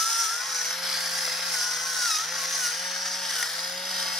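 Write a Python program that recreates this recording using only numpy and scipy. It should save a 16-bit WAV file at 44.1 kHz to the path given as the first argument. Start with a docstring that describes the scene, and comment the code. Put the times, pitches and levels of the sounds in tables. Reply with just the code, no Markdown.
"""A gritty hiss over a whirring, sagging motor: a hand-held electric pepper mill grinds close by in a kitchen.
The motor is a set of tones locked to one drawn shaft speed, which falls where peppercorns load the burr.
Crushed pepper is noise and random splinters ringing in the plastic shell; one ring glides as the hand moves.
A few corns crack in short noise puffs, dull slips knock in the hopper, and low room noise lies underneath.
Two microphone ports hear the mill with a slowly drifting random colour."""
import sys
import numpy as np
from scipy import signal
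from scipy.fft import rfft, irfft, next_fast_len
from scipy.io import wavfile
from scipy.ndimage import uniform_filter1d, map_coordinates

SR = 44100
rng = np.random.default_rng(int(sys.argv[2]) if len(sys.argv) > 2 else 0)


def wav_record(signal):
    """Record a signal, one row per channel, as 16-bit PCM in the file named by sys.argv[1]."""
    frames = np.transpose(np.atleast_2d(signal))
    bounded = np.clip(frames, -1, 1)
    # unit amplitude maps onto the largest positive 16-bit level
    quanta = np.round(bounded * 32767).astype(np.int16)
    wavfile.write(sys.argv[1], SR, quanta)


N = 185069

# Upper and lower resonances of the plastic shell: (centre [Hz], width [Hz], relative level [dB])
UPPER_SHELL = [(5430, 130, -7.5), (5874, 150, 4), (6180, 320, -1.5), (6530, 67, 0)]
LOWER_SHELL = [(3842, 280, -9), (4176, 440, -5.5), (4820, 530, -3), (5490, 420, -3)]
# Broad colour of the crushing noise through the body: (frequency [Hz], relative level [dB])
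BODY_COLOUR = [(120, -35), (200, -51), (232, -35), (325, -24), (489, -13), (541, -18.5), (605, -10.5),
               (900, -4), (994, -10.5), (1340, -1.5), (1800, 1), (2590, -6.5), (3360, -2.5), (3900, -7),
               (5070, -69), (8580, -120)]
# Treble colour of the crushing noise: (frequency [Hz], relative level [dB])
FIZZ_COLOUR = [(4060, -66), (6900, 3.5), (7020, -2.5), (7690, -5.5), (8940, 0), (11100, -4.5), (12000, -13),
               (13000, -6.5), (14500, -16), (15600, -25)]


def amp(db):
    """Gain of a level in dB."""
    return 10 ** (np.asarray(db) / 20)


def unit(x):
    """x at rms 1, over all its rows together."""
    return x / np.sqrt(np.mean(x ** 2) + 1e-20)


def along(points, hz):
    """Read (Hz, value) points at hz, along a log frequency axis."""
    f, values = np.transpose(points)
    return np.interp(np.log(hz + 1), np.log(f + 1), values)


def curves(rows):
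    """One value per sample for each column after the time."""
    s, *columns = np.transpose(rows)
    return [np.interp(np.arange(N) / SR, s, column) for column in columns]


def wobble(rate):
    """A smooth random curve with rate knots a second."""
    knots = rng.standard_normal(int(N * rate / SR) + 4)
    return map_coordinates(knots, [np.arange(N) * rate / SR])


def filtered(x, response):
    """x shaped by a complex response of frequency."""
    m = next_fast_len(N + SR // 2)
    return irfft(rfft(x, m) * response(np.fft.rfftfreq(m, 1 / SR)), m)[..., :N]


def colour(points):
    """A response that follows (Hz, dB) points."""
    return lambda hz: amp(along(points, hz))


def modes(table):
    """The response of a set of resonances, added with alternating sign."""
    def response(hz):
        total = 0
        for k, (centre, width, db) in enumerate(table):
            ring = 1j * hz * width / (centre * centre - hz * hz + 1j * hz * width)
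            total = total + (-1) ** k * amp(db) * ring
        return total
    return response


def field(shape, rows, frames):
    """Random values of rms 1, smooth over rows of frequency and frames of time."""
    raw = rng.standard_normal(shape)
    return unit(uniform_filter1d(uniform_filter1d(raw, rows, -2), frames, -1))


def patchy(depth_db):
    """Two noises sharing patches of random gain in time and frequency."""
    z = signal.stft(rng.standard_normal((2, N)), nperseg=512)[2]
    gain = amp(depth_db * field(z.shape[1:], rows=3, frames=9))
    return signal.istft(z * gain, nperseg=512)[1][:, :N]


def grit(rate, spread_db):
    """Splinters snap off at random moments, rate a second on average, some larger than the rest."""
    draw = rng.random((N, 3))
    size = amp(spread_db * draw[:, 1] ** 2) * np.sign(draw[:, 2] - .5)
    return unit((draw[:, 0] < rate / SR) * size)


def shaft():
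    """Shaft speed in Hz and turns so far; the rotor's inertia rounds off the slowing under load."""
    # Motor slowing under load: (time [s], shaft speed [Hz])
    drawn_speed = [(0, 146), (.045, 147.2), (.11, 151.7), (.22, 151.8), (.27, 144.1), (.33, 153.8),
                   (.41, 163.6), (.47, 171.7), (.59, 165.5), (.66, 165.7), (.82, 178.4), (1.05, 173.5),
                   (1.21, 175.4), (1.285, 167.5), (1.34, 171.2), (1.47, 178.4), (1.56, 164.5),
                   (1.62, 160.9), (1.74, 163.3), (1.84, 169.5), (1.9, 169), (1.96, 167.5), (2.06, 157.3),
                   (2.125, 140.6), (2.18, 138), (2.22, 147), (2.28, 165.4), (2.34, 175.9), (2.43, 170.4),
                   (2.54, 176), (2.62, 165.8), (2.675, 156.7), (2.72, 162.8), (2.77, 172.3), (2.84, 180.8),
                   (3.2, 184), (3.31, 178.7), (3.36, 170.3), (3.435, 157.3), (3.47, 162.4), (3.55, 172.8),
                   (3.76, 181), (3.89, 185.5), (4.06, 178.7), (4.19, 176.9)]
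    inertia_s = .02
    speed = uniform_filter1d(curves(drawn_speed)[0], int(inertia_s * SR))
    return speed, np.cumsum(speed) / SR


def motor(speed, turns):
    """Tones locked to the shaft: motor hum, meshing gears and the weaker multiples of an uneven rotation."""
    # Low motor tones, stronger as it runs freely: (time [s], shaft hum level [dB], commutator level [dB])
    hum_levels = [(0.03, -63, -61.5), (0.28, -85, -63), (0.43, -65.5, -56), (0.72, -60.5, -50.5),
                  (0.83, -55, -48), (1.0, -55.5, -49.5), (1.51, -56, -49), (1.56, -60, -56),
                  (1.7, -62, -53.5), (1.79, -59, -52), (2.06, -63, -59), (2.1, -73, -65), (2.19, -70, -67),
                  (2.27, -58, -58), (2.33, -56, -48.5), (2.41, -59, -56), (2.48, -57, -47.5),
                  (2.67, -61, -59), (2.79, -59, -49), (2.83, -56, -50), (3.25, -57, -50),
                  (3.39, -61, -55.5), (3.77, -54.5, -46), (3.94, -54, -51), (4.01, -52, -49),
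                  (4.12, -56, -50.5)]
    # Singing of the second gear stage: (time [s], level [dB])
    stage_level = [(0, -64), (.38, -56), (.46, -46), (.54, -47), (.6, -54), (.68, -50), (.78, -60),
                   (1, -50), (1.1, -48), (1.25, -54), (1.48, -51), (1.57, -58), (1.63, -47), (1.78, -53),
                   (1.86, -46), (1.92, -50), (1.96, -44), (2.05, -53), (2.1, -64), (2.33, -56), (2.38, -44),
                   (2.44, -39), (2.47, -52), (2.55, -43), (2.63, -50), (2.68, -64), (3.3, -58), (3.95, -58),
                   (4.04, -49), (4.19, -53)]
    # Whine of the loaded pinion: (time [s], level [dB])
    whine_level = [(0, -34), (.05, -33), (.11, -35), (.21, -33), (.27, -36), (.33, -34), (.41, -39),
                   (.46, -52), (.52, -47), (.58, -38), (.66, -50), (1.2, -50), (1.26, -45), (1.31, -52),
                   (1.52, -52), (1.545, -38), (1.59, -36), (1.63, -33.5), (1.74, -38), (1.8, -43),
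                   (1.85, -49), (1.885, -38), (1.95, -42), (2, -34), (2.065, -29), (2.09, -38),
                   (2.12, -35.5), (2.17, -38), (2.21, -34.5), (2.24, -36), (2.27, -52), (2.52, -50),
                   (2.58, -42), (2.63, -35), (2.68, -35), (2.72, -39), (2.76, -54), (3.345, -52),
                   (3.37, -39), (3.42, -34), (3.44, -36), (3.465, -50), (3.55, -54), (4.19, -52)]
    # Tone one turn under the tooth rate: (shaft speed [Hz], level [dB])
    sideband_law = [(145, -66), (162, -60), (169, -53), (176, -51), (182, -60)]
    # Teeth clashing under heavy load: (release time [s], build-up [s], peak level [dB])
    clashes = [(.3, .3, -52), (1.67, .06, -52), (2.12, .05, -36), (2.165, .07, -37), (2.67, .06, -41),
               (3.41, .05, -42)]
    # Overtones of a clash: (multiple of the tooth rate, level over the clash [dB])
    mesh = [(2, -5), (3, -1), (4, 4), (5, -3)]
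    # Clash colour through the shell: (frequency [Hz], gain [dB])
    clash_colour = [(2500, 0), (2900, 3.5), (3800, 2.5), (4200, -6), (5100, 2), (5700, 2), (6200, -6),
                    (6650, 2), (7100, -14)]
    # Tones of the uneven rotation: (multiple of the shaft speed, level ahead of the housing [dB])
    runout = [(2, -42), (4, -52), (5, -53.5), (6, -52), (10, -48), (11, -48), (12, -47.5)]
    # Housing resonances around the motor: (centre [Hz], width [Hz], level [dB])
    housing = [(664, 103, -7), (912, 41, 3), (1250, 100, -9), (1900, 250, -4)]
    second_stage, teeth = 6.36, 9  # multiples of the shaft speed
    clash_fall_db, release_s = 6, .012  # fall over one build-up before the peak or one release after it

    def tone(multiple, db, flutter_db, blur):
        phase = 2 * np.pi * (multiple * turns + rng.random()) + blur * multiple * wobble(40)
        return np.sqrt(2) * amp(db + flutter_db * wobble(14)) * np.sin(phase)

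    shaft_db, commutator_db = curves(hum_levels)
    hum = tone(1, shaft_db, .9, blur=.05) + tone(3, commutator_db, 1.3, blur=.03)

    gears = tone(second_stage, curves(stage_level)[0], 1.5, blur=.08)
    gears += tone(teeth, curves(whine_level)[0] + 1.5 * wobble(60), .7, blur=.03)
    # an off-centre pinion beats once a turn
    gears += tone(teeth - 1, along(sideband_law, speed), 2.5, blur=.04)

    t = np.arange(N) / SR
    swells = []
    for s, rise, db in clashes:
        distance = np.where(t < s, (t - s) / rise, (t - s) / release_s)
        swells.append(db - clash_fall_db * distance ** 2)
    clash_db = np.max(swells, axis=0)
    for k, db in mesh:
        shell_db = along(clash_colour, k * teeth * speed)
        gears += tone(k * teeth, clash_db + db + shell_db + 2 * wobble(70), .7, blur=.014)

    uneven = sum(tone(k, db, 3.2, blur=.02) for k, db in runout)
    # a multiple stands out while it crosses a housing resonance
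    return hum + gears + filtered(uneven, modes(housing))


def grinding(speed, turns):
    """Crushing noise excites the shell; row 0 is the direct sound, row 1 an unrelated scattered part."""
    # How hard the burr crushes: (time [s], level [dB]); layers follow the swing about its mean
    crush = [(0, -23), (.08, -29.5), (.23, -25), (.44, -34), (.56, -27.5), (.68, -29.5), (.8, -34.5),
             (.89, -27.5), (1.15, -29), (1.25, -27), (1.39, -31), (1.56, -27), (1.7, -28), (1.79, -30.5),
             (1.97, -28), (2.06, -26), (2.18, -25.5), (2.27, -31.5), (2.4, -29), (2.48, -29), (2.65, -25),
             (2.77, -33.5), (3.03, -31), (3.2, -33), (3.31, -27.5), (3.42, -28), (3.49, -35), (3.59, -31),
             (3.73, -34), (3.83, -36.5), (4.01, -27.5), (4.19, -30)]
    # The hand circles the mill over the bowl: (time [s], nearness, 0 far to 1 near)
    nearness = [(0, 0.11), (.44, 0.2), (.68, 0.17), (.82, 0.98), (1.2, 0.65), (1.46, 0.85), (1.66, 0.18),
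                (2.19, 0.056), (2.36, 0.58), (2.6, 0.28), (2.76, 0.31), (3.18, 0.34), (3.27, .8),
                (3.6, 0.79), (3.84, 0.98), (4.19, 0.99)]
    # Swelling of the hiss with the shaft: (multiple of the shaft speed, depth)
    throb_depths = [(1, .11), (2, .05), (5, .05)]
    # Ring of the ceramic burr: (centre [Hz], width [Hz], relative level [dB])
    burr_ring = [(11015, 840, 0)]
    # Burr ring at mean crush: (time [s], level [dB])
    burr_level = [(0, -63), (.35, -58), (.6, -45.5), (1.5, -43.5), (1.95, -62), (2.35, -54), (2.65, -53),
                  (3.15, -65), (3.4, -43.5), (3.7, -47.5), (4.19, -51)]
    # High fizz at mean crush, ahead of a lift: (time [s], level [dB])
    fizz_level = [(0.0, -37), (0.24, -38.5), (0.45, -43), (0.54, -43), (0.76, -46.5), (1.07, -41.5),
                  (1.47, -45.5), (1.54, -39), (1.81, -43.5), (2.11, -38.5), (2.3, -47), (2.43, -40),
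                  (2.46, -45.5), (2.65, -37), (2.75, -44), (3.23, -44.5), (3.42, -39), (3.43, -43),
                  (3.44, -42), (3.82, -47.5), (3.93, -43.5), (4.19, -44.5)]
    fizz_lift_db = 2.0
    # A broad shell resonance shifting with grip and tilt: (time [s], centre [Hz])
    grip = [(0, 5350), (.4, 5450), (.65, 5750), (.85, 4700), (1.05, 4750), (1.3, 5050), (1.5, 5250),
            (1.9, 5900), (2.2, 5900), (2.7, 5800), (3.05, 5500), (3.25, 5250), (3.4, 5350), (3.55, 4820),
            (3.75, 5000), (4.19, 5050)]
    grip_width_hz, reference_speed_hz = 420, 170
    (crush_db,), (near,), (centre_hz,) = curves(crush), curves(nearness), curves(grip)

    def level(db, crush_share, near_db=0, db_per_hz=0):
        """Layer gain: follows crushing, nearness of the mill and shaft speed, with a slow random drift."""
        swing_db = crush_share * (crush_db - crush_db.mean()) + near_db * near
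        speed_db = db_per_hz * (speed - reference_speed_hz)
        return amp(db + swing_db + speed_db + .26 * wobble(7.25))

    throb = 1 + sum(depth * np.cos(2 * np.pi * (k * turns + rng.random())) for k, depth in throb_depths)
    bite = amp(.35 * wobble(22) + 1.05 * wobble(170)) * throb  # the burr meets uneven loads
    splinters = .48 * grit(1100, spread_db=11) * [[1], [0]]  # every layer hears the same direct splinters

    def rub():
        return bite * (patchy(depth_db=.54) + splinters)

    def layer(response, gain):
        return gain * unit(filtered(rub(), response))

    # ring at the mean centre, then shift its frequency along the grip curve
    mean_hz = centre_hz.mean()
    ring = signal.hilbert(filtered(rub(), modes([(mean_hz, grip_width_hz, 0)])))
    shift = np.exp(2j * np.pi * np.cumsum(centre_hz - mean_hz) / SR)
    hiss = level(-37.5, crush_share=1) * unit(np.real(ring * shift))

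    hiss += layer(modes(UPPER_SHELL), level(-34.5, crush_share=.76, near_db=-8.5, db_per_hz=.02))
    hiss += layer(modes(LOWER_SHELL), level(-36.5, crush_share=.5, near_db=2, db_per_hz=-.0151))
    hiss += layer(modes(burr_ring), level(curves(burr_level)[0], crush_share=.2))
    hiss += layer(colour(BODY_COLOUR), level(-38.5, crush_share=.36, near_db=2.15, db_per_hz=.03))
    hiss += layer(colour(FIZZ_COLOUR), level(curves(fizz_level)[0] + fizz_lift_db, crush_share=.3))
    return hiss


def kitchen():
    """Low, steady room air, and a dull rumble that the motor spreads into the room, both as filtered noise."""
    # Colour of the room air: (frequency [Hz], relative level [dB])
    air_colour = [(20, -20), (35, -29), (57, 5), (75, -1.5), (110, -9), (140, 7.5), (250, -25), (400, -21),
                  (600, -12), (900, -120)]
    # Low rumble: (time [s], level [dB])
    rumble_level = [(0, -64), (.3, -79), (.6, -68), (.9, -63.5), (1.5, -66.5), (2.1, -66.5), (2.5, -64),
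                    (3.2, -65.5), (3.7, -64.5), (4.19, -59.5)]

    def pair():
        """A noise common to both ports plus a weaker one of each port's own."""
        return rng.standard_normal(N) + .5 * rng.standard_normal((2, N))

    rumble = unit(filtered(pair(), lambda hz: modes([(290, 300, 0)])(hz) ** 2))
    air = unit(filtered(pair(), colour(air_colour)))
    return amp(-71.5) * air + amp(curves(rumble_level)[0]) * rumble


def place_hits(hits):
    """Lay (time [s], peak level [dB], sound) hits on silence, each scaled to its peak."""
    out = np.zeros(N + SR)
    for s, db, sound in hits:
        out[round(s * SR):][:len(sound)] += amp(db) * sound / np.abs(sound).max()
    return out[:N]


def cracks():
    """A bursting corn sends a short broad puff of noise through the shell."""
    # Bursting corns: (time [s], peak level [dB], low ring over the rest [dB])
    bursts = [(.066, -22, -8), (.091, -21, -8), (.159, -23, -5), (.547, -22, -3), (.971, -22, -4),
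              (1.27, -22, -3), (1.553, -18, -5), (1.625, -22, -5), (1.995, -22, -3), (2.057, -17, -8),
              (2.113, -19, -8), (2.159, -18, -8), (2.186, -18, -8), (2.212, -21, -5), (2.595, -22, -2),
              (3.296, -20, -5), (3.305, -21, -8), (3.336, -21, -2), (3.4275, -11.5, -4), (3.432, -16.5, -8),
              (3.582, -23, -5)]
    # Lower modes of the shell: (centre [Hz], width [Hz], relative level [dB])
    low_ring = [(1900, 200, 2), (2400, 200, -7)]
    t = np.arange(SR // 20) / SR
    hz = np.fft.rfftfreq(len(t), 1 / SR)
    shell = modes(UPPER_SHELL + LOWER_SHELL[2:])(hz)
    shell = shell + amp(along(BODY_COLOUR, hz) - 12) + amp(along(FIZZ_COLOUR, hz) - 11)
    shape = amp(-60 * t / .006) * (1 - np.exp(-t / .0003))  # falls 60 dB in 6 ms
    hits = []
    for s, db, low_db in bursts:
        puff = rfft(shape * rng.standard_normal(len(t)))
        response = shell + amp(low_db) * modes(low_ring)(hz)
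        hits.append((s, db, irfft(puff * response, len(t))))
    return place_hits(hits)


def knocks():
    """A slip inside the mill is a soft contact that rings only the middle of the hopper's range."""
    # Dull slips: (time [s], peak level [dB])
    slips = [(1.277, -26.5), (1.392, -30.5), (1.991, -34), (3.395, -33), (3.447, -36)]
    # Hopper resonances: (centre [Hz], width [Hz], relative level [dB])
    hollow = [(580, 270, -1.5), (850, 300, 0), (1300, 550, -1.5)]
    length = SR // 20
    hz = np.fft.rfftfreq(length, 1 / SR)
    knock = irfft(modes(hollow)(hz) ** 2, length)
    return place_hits([(s, db, knock) for s, db in slips])


def ports(direct, scattered):
    """Two microphone ports: level and phase differ with frequency, the scattered part arrives in opposition."""
    # Likeness of the two ports: (frequency [Hz], left-right correlation)
    alike = [(60, 0.54), (150, 0.67), (380, 0.4), (950, 0.75), (2400, .87), (6000, 0.74), (9000, .82),
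             (15000, .58)]
    # Level difference: (frequency [Hz], left over right [dB])
    left_over_right = [(200, -.3), (380, -1), (520, .3), (700, 3.5), (1290, 6), (2380, 1.5), (4400, 1),
                       (8100, -.3), (15000, .5)]
    # Phase difference: (frequency [Hz], left lead [rad])
    left_lead = [(200, .05), (550, -.1), (950, 1), (1250, -.1), (3000, .25), (4650, .3), (5860, -.7),
                 (6630, .7), (7320, 6), (8100, 5.3), (9500, 5.5), (15000, 5)]

    def place(hz):
        """Half of each difference goes to the left, the opposite half to the right."""
        half = amp(along(left_over_right, hz) / 2) * np.exp(.5j * along(left_lead, hz))
        return np.array([half, 1 / half])

    def scatter(hz):
        angle = np.arccos(np.clip(along(alike, hz), -1, 1)) / 2
        return place(hz) * np.tan(angle)

    return filtered(direct, place) + filtered(scattered, scatter) * [[1], [-1]]


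def drifting_colour(pair, shared_db, port_db, port_rad):
    """Slow random gain and phase changes, narrow in frequency, colour the sound, a little apart at each port."""
    hz, _, z = signal.stft(pair, SR, nperseg=1024)
    reach = np.clip(hz / 1500, 0, 1)[:, None]  # the changes fade out towards low frequencies
    gain_db = shared_db * field(z.shape[1:], rows=3, frames=24)
    gain_db = gain_db + port_db * field(z.shape, rows=5, frames=30)
    phase = port_rad * field(z.shape, rows=6, frames=40)
    coloured = z * amp(reach * gain_db) * np.exp(1j * reach * phase)
    return signal.istft(coloured, nperseg=1024)[1][:, :N]


def scene():
    """The mill at the two ports, over the room's floor."""
    speed, turns = shaft()
    hiss, scattered = grinding(speed, turns)
    grind = drifting_colour(ports(hiss, scattered), shared_db=2.1, port_db=.7, port_rad=.6)
    works = motor(speed, turns) + cracks() + knocks()
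    whir = drifting_colour(ports(works, np.zeros(N)), shared_db=.5, port_db=.8, port_rad=.2)
    return grind + whir + kitchen()


def record(dry):
    """The phone keeps nothing above its band limit."""
    top_hz = 15750
    return filtered(dry, lambda hz: hz < top_hz)


dry = scene()
out = record(dry)
wav_record(out)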